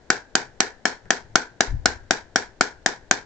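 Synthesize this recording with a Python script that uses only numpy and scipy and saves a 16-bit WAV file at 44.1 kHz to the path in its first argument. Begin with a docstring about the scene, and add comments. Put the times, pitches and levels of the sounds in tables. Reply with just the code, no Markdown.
"""Over a quiet background, sharp shots begin almost at once and repeat four times a second in a barn.
They come from a pneumatic shockwave handpiece close to a microphone: each is a burst of crack noise plus damped
sine modes, and overloads the microphone. The barn answers with decaying coloured noise and a narrow lingering ring;
the returning projectile ticks faintly, as decaying noise. Handling gives two faint knocks, and one puff of air,
low noise with a drawn level, buffets the microphone."""
import sys
import numpy as np
from scipy import signal
from scipy.fft import rfft, irfft
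from scipy.io import wavfile
from scipy.ndimage import uniform_filter1d

SR = 44100
rng = np.random.default_rng(int(sys.argv[2]) if len(sys.argv) > 2 else 0)


def to_wav(s):
    """Save 16-bit WAV."""
    ch = np.atleast_2d(s).T  # columns
    pcm = np.round(np.clip(ch, -1, 1) * 32767)  # PCM
    wavfile.write(sys.argv[1], SR, pcm.astype(np.int16))


N = 143325
t = np.arange(N) / SR
FREQS = np.fft.rfftfreq(N, 1 / SR)
ECHO_SIZE = 24000  # samples of reverberation computed per shot

# blows of the projectile: t/s, strength level/dB, main ring f/Hz, main ring level/dB, crack level/dB,
# hollow knock level/dB, bright ring f/Hz, bright ring level/dB
SHOTS = [(.1025, 0.5, 1504, -6.5, -3.5, -7.5, 5040, -6), (0.3532, -3.5, 1553, -4.5, 1.5, -3.5, 4730, -0.5),
         (0.6039, -2, 1700, -9.5, 0, -6.5, 5870, -0.5), (0.8544, -5, 1694, 0.5, -4, -1.5, 5470, -2.5),
         (1.1054, -7, 1736, 4.5, 3.5, 3, 5780, -2), (1.3562, 2, 1420, -1, -1.5, -4, 5640, -6),
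         (1.6065, -4.5, 1667, 1.5, 2.5, 4, 5900, 1), (1.8574, -1, 1490, -3, 0, -0.5, 5320, 3),
         (2.1084, -5, 1570, -1, 1, 3, 5680, 1.5), (2.3588, -3.5, 1570, -2.5, -0.5, 0, 5580, -3),
         (2.6097, -0.5, 1418, 0, -4, -2, 5010, -6.5), (2.861, -6.5, 1728, 0.5, 4, 2, 5200, -9),
         (3.1112, -4, 1546, 2.5, 3, 0.5, 6170, -10.5)]
# spectrum of the contact crack: f/Hz, relative level per hertz/dB
CRACK_COLOUR = [(150, -35.5), (400, -20), (1200, -0.5), (2500, 1.5), (4000, 1.5), (5500, 2), (7200, 5),
                (8500, -17)]
# spectrum of the barn's reverberation: f/Hz, relative level per hertz/dB
BARN_COLOUR = [(70, -28), (150, -15.5), (330, -3.5), (470, -2.5), (580, -13.5), (720, -4.5), (930, -1.5),
               (1150, -15), (1450, -1), (1730, -0.5), (1980, -8), (2280, -7), (2750, -16), (4300, -10.5),
               (6000, -11.5), (7400, -16.5), (8000, -21.5), (8700, -41.5)]


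def undb(db):
    """A level in decibels is twenty times the logarithm of the amplitude ratio; return that ratio."""
    return 10 ** (np.asarray(db) / 20)


def at(table, hz):
    """Pitch is logarithmic in frequency, so a table is interpolated on a log-frequency axis."""
    f, v = np.array(table, float).T
    return np.interp(np.log(np.maximum(hz, 1)), np.log(f), v)


def fade(age, t60):
    """Linear damping: exponential decay from age zero, falling 60 dB in t60 seconds."""
    return (age >= 0) * np.exp(-np.log(1000) * np.maximum(age, 0) / t60)


def add(out, start, x):
    """Superposition: mix a sound in at a time in seconds."""
    i = int(start * SR)
    out[:, i:i + x.shape[-1]] += x[..., :max(N - i, 0)]


def lean(x, balance):
    """Stereo localisation: level differences by frequency, and a small left lead below the treble."""
    left_lead_s = .00004
    db = at(balance, FREQS)
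    lead = np.exp(1j * np.pi * FREQS * left_lead_s / (1 + (FREQS / 4000) ** 4))
    gains = undb(np.array([db, -db]) / 2)
    return irfft(rfft(x) * gains * np.array([lead, 1 / lead]), N)


def noise(colour, size):
    """Diffuse sound: coloured stereo noise of rms 1 whose channels are most alike at low frequencies."""
    # correlation of the two channels: f/Hz, likeness/0-1
    likeness = [(100, 0.78), (500, 0.8), (1000, 0.6), (2000, 0.13), (4000, 0.08)]
    hz = np.fft.rfftfreq(size, 1 / SR)
    mid, side = rfft(rng.standard_normal((2, size)))
    like = at(likeness, hz)
    mid = mid * np.sqrt((1 + like) / 2)
    side = side * np.sqrt((1 - like) / 2)
    gain = undb(at(colour, hz))
    gain = gain / np.sqrt(np.mean(gain ** 2))
    return irfft(np.array([mid + side, mid - side]) * gain, size)


def air():
    """Random pressure: steady background noise, soft low bumps and one low puff on the microphone."""
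    floor_db = -54
    # background spectrum: f/Hz, relative level per hertz/dB
    floor_colour = [(20, 4), (60, 1), (110, -0.5), (200, -5), (400, -3), (800, -7), (1200, -17.5),
                    (1600, -10), (2600, -22), (4000, -22), (7000, -26.5), (8500, -33.5)]
    # course of the puff: t/s, level/dB
    puff_level = [(1.64, -79.5), (1.67, -41), (1.705, -26), (1.75, -21), (1.79, -31.5), (1.85, -38),
                  (1.94, -44), (2.03, -46), (2.15, -59)]
    # puff spectrum: f/Hz, relative level per hertz/dB
    puff_colour = [(15, -1), (30, -2), (70, -1), (110, -2.5), (160, -31.5), (280, -26), (500, -57.5),
                   (1500, -74.5)]
    # soft low bumps: t/s, level/dB, half-length/s
    bump_table = [(0.504, -56, 0.12), (1.063, -49, .025), (1.289, -47.5, 0.063)]
    # bump spectrum: f/Hz, relative level per hertz/dB
    rumble_colour = [(20, -2), (60, -15), (115, 3.5), (170, -14.5), (300, -35), (1000, -62.5)]

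    puff = undb(np.interp(t, *np.array(puff_level).T)) * noise(puff_colour, size=N)
    swells = sum(undb(db) * np.exp(-((t - when) / half) ** 2) for when, db, half in bump_table)
    bumps = swells * noise(rumble_colour, size=N)
    return puff + bumps + undb(floor_db) * noise(floor_colour, size=N)


def ticks():
    """Impact noise: each projectile return and two handling knocks excite decaying coloured bursts."""
    return_delay_s, return_db, return_t60_s = 0.1, -57, 0.08
    rattle_t60_s = 0.17
    # handling knocks: t/s, level/dB
    rattle_table = [(1.056, -44), (3.028, -52)]
    # handling knock spectrum: f/Hz, relative level per hertz/dB
    rattle_colour = [(100, 17), (700, 4), (1100, -4), (1700, 12), (2600, -20.5), (6000, -27), (8500, -29)]

    returns = sum(undb(return_db) * fade(t - start - return_delay_s, return_t60_s) for start, *_ in SHOTS)
    rattles = sum(undb(db) * fade(t - start, rattle_t60_s) for start, db in rattle_table)
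    return returns * noise(CRACK_COLOUR, size=N) + rattles * noise(rattle_colour, size=N)


def lingering():
    """Narrow-band reverberation: a ring a little above each shot's main ring hangs in the barn."""
    level_db, rise_hz, width_hz, t60_s = -28.5, 80, 150, .32
    out, age = np.zeros((2, N)), t[:ECHO_SIZE]
    hz = np.fft.rfftfreq(ECHO_SIZE, 1 / SR)
    for start, db, ring_hz, *_ in SHOTS:
        band = 1 / (1 + ((hz - ring_hz - rise_hz) / width_hz) ** 2)
        ring = irfft(rfft(noise(BARN_COLOUR, size=ECHO_SIZE)) * band, ECHO_SIZE)
        add(out, start, undb(level_db + db) * ring / np.std(ring) * fade(age, t60_s))
    return out


def imprint(blow, size):
    """Source-filter principle: the treble peaks and gaps of a shot partly colour its echoes."""
    depth = 0.38  # 0 leaves no mark, 1 the full mark
    above_hz, smoothing_hz = 2300, 1300
    power = np.abs(rfft(blow.mean(axis=0), size)) ** (2 * depth)
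    ripple = np.sqrt(power / uniform_filter1d(power, int(smoothing_hz * size / SR)))
    return np.where(np.fft.rfftfreq(size, 1 / SR) > above_hz, ripple, 1)


def clusters(size):
    """Uneven reflection density: smoothed random gain of rms 1 bunches the reflections in time."""
    spread_db, span = 1.6, int(.002 * SR)  # span in samples
    wander = np.sqrt(span) * uniform_filter1d(rng.standard_normal(size), span)
    gain = undb(spread_db * wander)
    return gain / np.sqrt(np.mean(gain ** 2))


def barn(blows):
    """Reverberation: dense echoes, partly alike for every shot, decay faster at high frequencies."""
    level_db, build_s = -21, 0.001
    same = 0.78  # share of echo power whose pattern repeats from shot to shot
    wall_s, wall_db, wall_t60_s = .052, -7.5, 0.38  # far wall, relative to the decay in each band
    # reverberation time: f/Hz, t60/s
    t60_table = [(150, 0.28), (500, 0.24), (1000, 0.26), (1700, 0.24), (3000, 0.22), (5000, 0.21),
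                 (8000, 0.2)]

    out, age = np.zeros((2, N)), t[:ECHO_SIZE]
    hz = np.fft.rfftfreq(ECHO_SIZE, 1 / SR)
    # overlapping bands that sum to one, each with its own decay
    bands = [at([(f, f == centre) for f, _ in t60_table], hz) for centre, _ in t60_table]
    build = 1 - np.exp(-age / build_s)
    second_wave = 1 + undb(wall_db) * fade(age - wall_s, wall_t60_s)
    swell = build * second_wave * clusters(size=ECHO_SIZE)
    decays = [fade(age, t60) * swell for _, t60 in t60_table]

    pattern = noise(BARN_COLOUR, size=ECHO_SIZE)
    for (start, *_), blow in zip(SHOTS, blows):
        fresh = noise(BARN_COLOUR, size=ECHO_SIZE)
        echoes = rfft(np.sqrt(same) * pattern + np.sqrt(1 - same) * fresh)
        echoes = echoes * imprint(blow, size=ECHO_SIZE)
        for band, decay in zip(bands, decays):
            add(out, start, irfft(echoes * band, ECHO_SIZE) * decay)
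    return undb(level_db) * out


def damped_mode(age, hz, db, t60):
    """Modal vibration: a struck resonance is an exponentially decaying sine."""
    return undb(db) * np.sin(2 * np.pi * hz * age) * fade(age, t60)


def shot(db, ring_hz, ring_db, crack_db, knock_db, bright_hz, bright_db):
    """Impact excitation: one blow gives a short contact crack and heavily damped modes."""
    mode_scatter = 0.005  # relative standard deviation of the mode frequencies
    crack_hold_s, crack_t60_s = 0.0026, 0.0078
    # nominal modes of the handpiece and the body it rests on: f/Hz, level/dB, t60/s
    mode_table = [(234, -26, 0.0072), (400, -10, .014), (1490, -17, 0.054), (1760, -19, 0.033),
                  (2207, -18.5, 0.045), (3095, -14, .014), (4750, -12, 0.0061), (6505, -18.5, 0.021),
                  (7174, -16, 0.007)]

    age = t[:2048]
    detune = 1 + mode_scatter * rng.standard_normal(len(mode_table))
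    body = sum(damped_mode(age, hz * k, d, t60) for (hz, d, t60), k in zip(mode_table, detune))
    main_ring = damped_mode(age, ring_hz, -0.5 + ring_db, t60=0.018)
    bright_ring = damped_mode(age, bright_hz, -6 + bright_db, t60=.018)
    knock = damped_mode(age, 732, -6 + knock_db, t60=0.02)
    crack_envelope = fade(np.maximum(age - crack_hold_s, 0), crack_t60_s)
    crack = undb(-8 + crack_db) * noise(CRACK_COLOUR, size=len(age)) * crack_envelope
    return undb(db) * (body + main_ring + bright_ring + knock + crack)


def handpiece(blows):
    """Direct radiation: a small body radiates deep bass poorly, so the shots are high-passed."""
    low_cut_hz = 186
    # left minus right: f/Hz, level/dB
    direct_balance = [(100, 6), (400, 5.5), (750, 8.5), (1500, 5.5), (2500, 1), (5000, -3), (7500, -6.5)]
    out = np.zeros((2, N))
    for (start, *_), blow in zip(SHOTS, blows):
        add(out, start, blow)
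    high_pass = signal.butter(3, low_cut_hz, "high", fs=SR, output="sos")
    return lean(signal.sosfilt(high_pass, out), direct_balance)


def scene():
    """Superposition of the close handpiece's direct sound and the barn around it."""
    # left minus right: f/Hz, level/dB
    room_balance = [(100, 6.5), (550, 7), (950, 5), (1600, 2.5), (2700, 1), (4700, -6), (8000, -9)]
    blows = [shot(*row[1:]) for row in SHOTS]
    surroundings = barn(blows) + lingering() + ticks() + air()
    return handpiece(blows) + lean(surroundings, room_balance)


def record(dry):
    """Saturation and band-limiting: the overloaded microphone flattens peaks, then the treble is cut."""
    overload = 0.95  # amplitude that the output approaches but never passes
    rolloff_hz, top_hz = 7800, 8834
    flat = dry / (1 + (dry / overload) ** 4) ** (1 / 4)
    soft = signal.sosfilt(signal.butter(6, rolloff_hz, fs=SR, output="sos"), flat)
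    # steep upper limit: 0.2 dB ripple below it, 70 dB rejection beyond
    return signal.sosfilt(signal.ellip(8, .2, 70, top_hz, fs=SR, output="sos"), soft)


dry = scene()
out = record(dry)
to_wav(out)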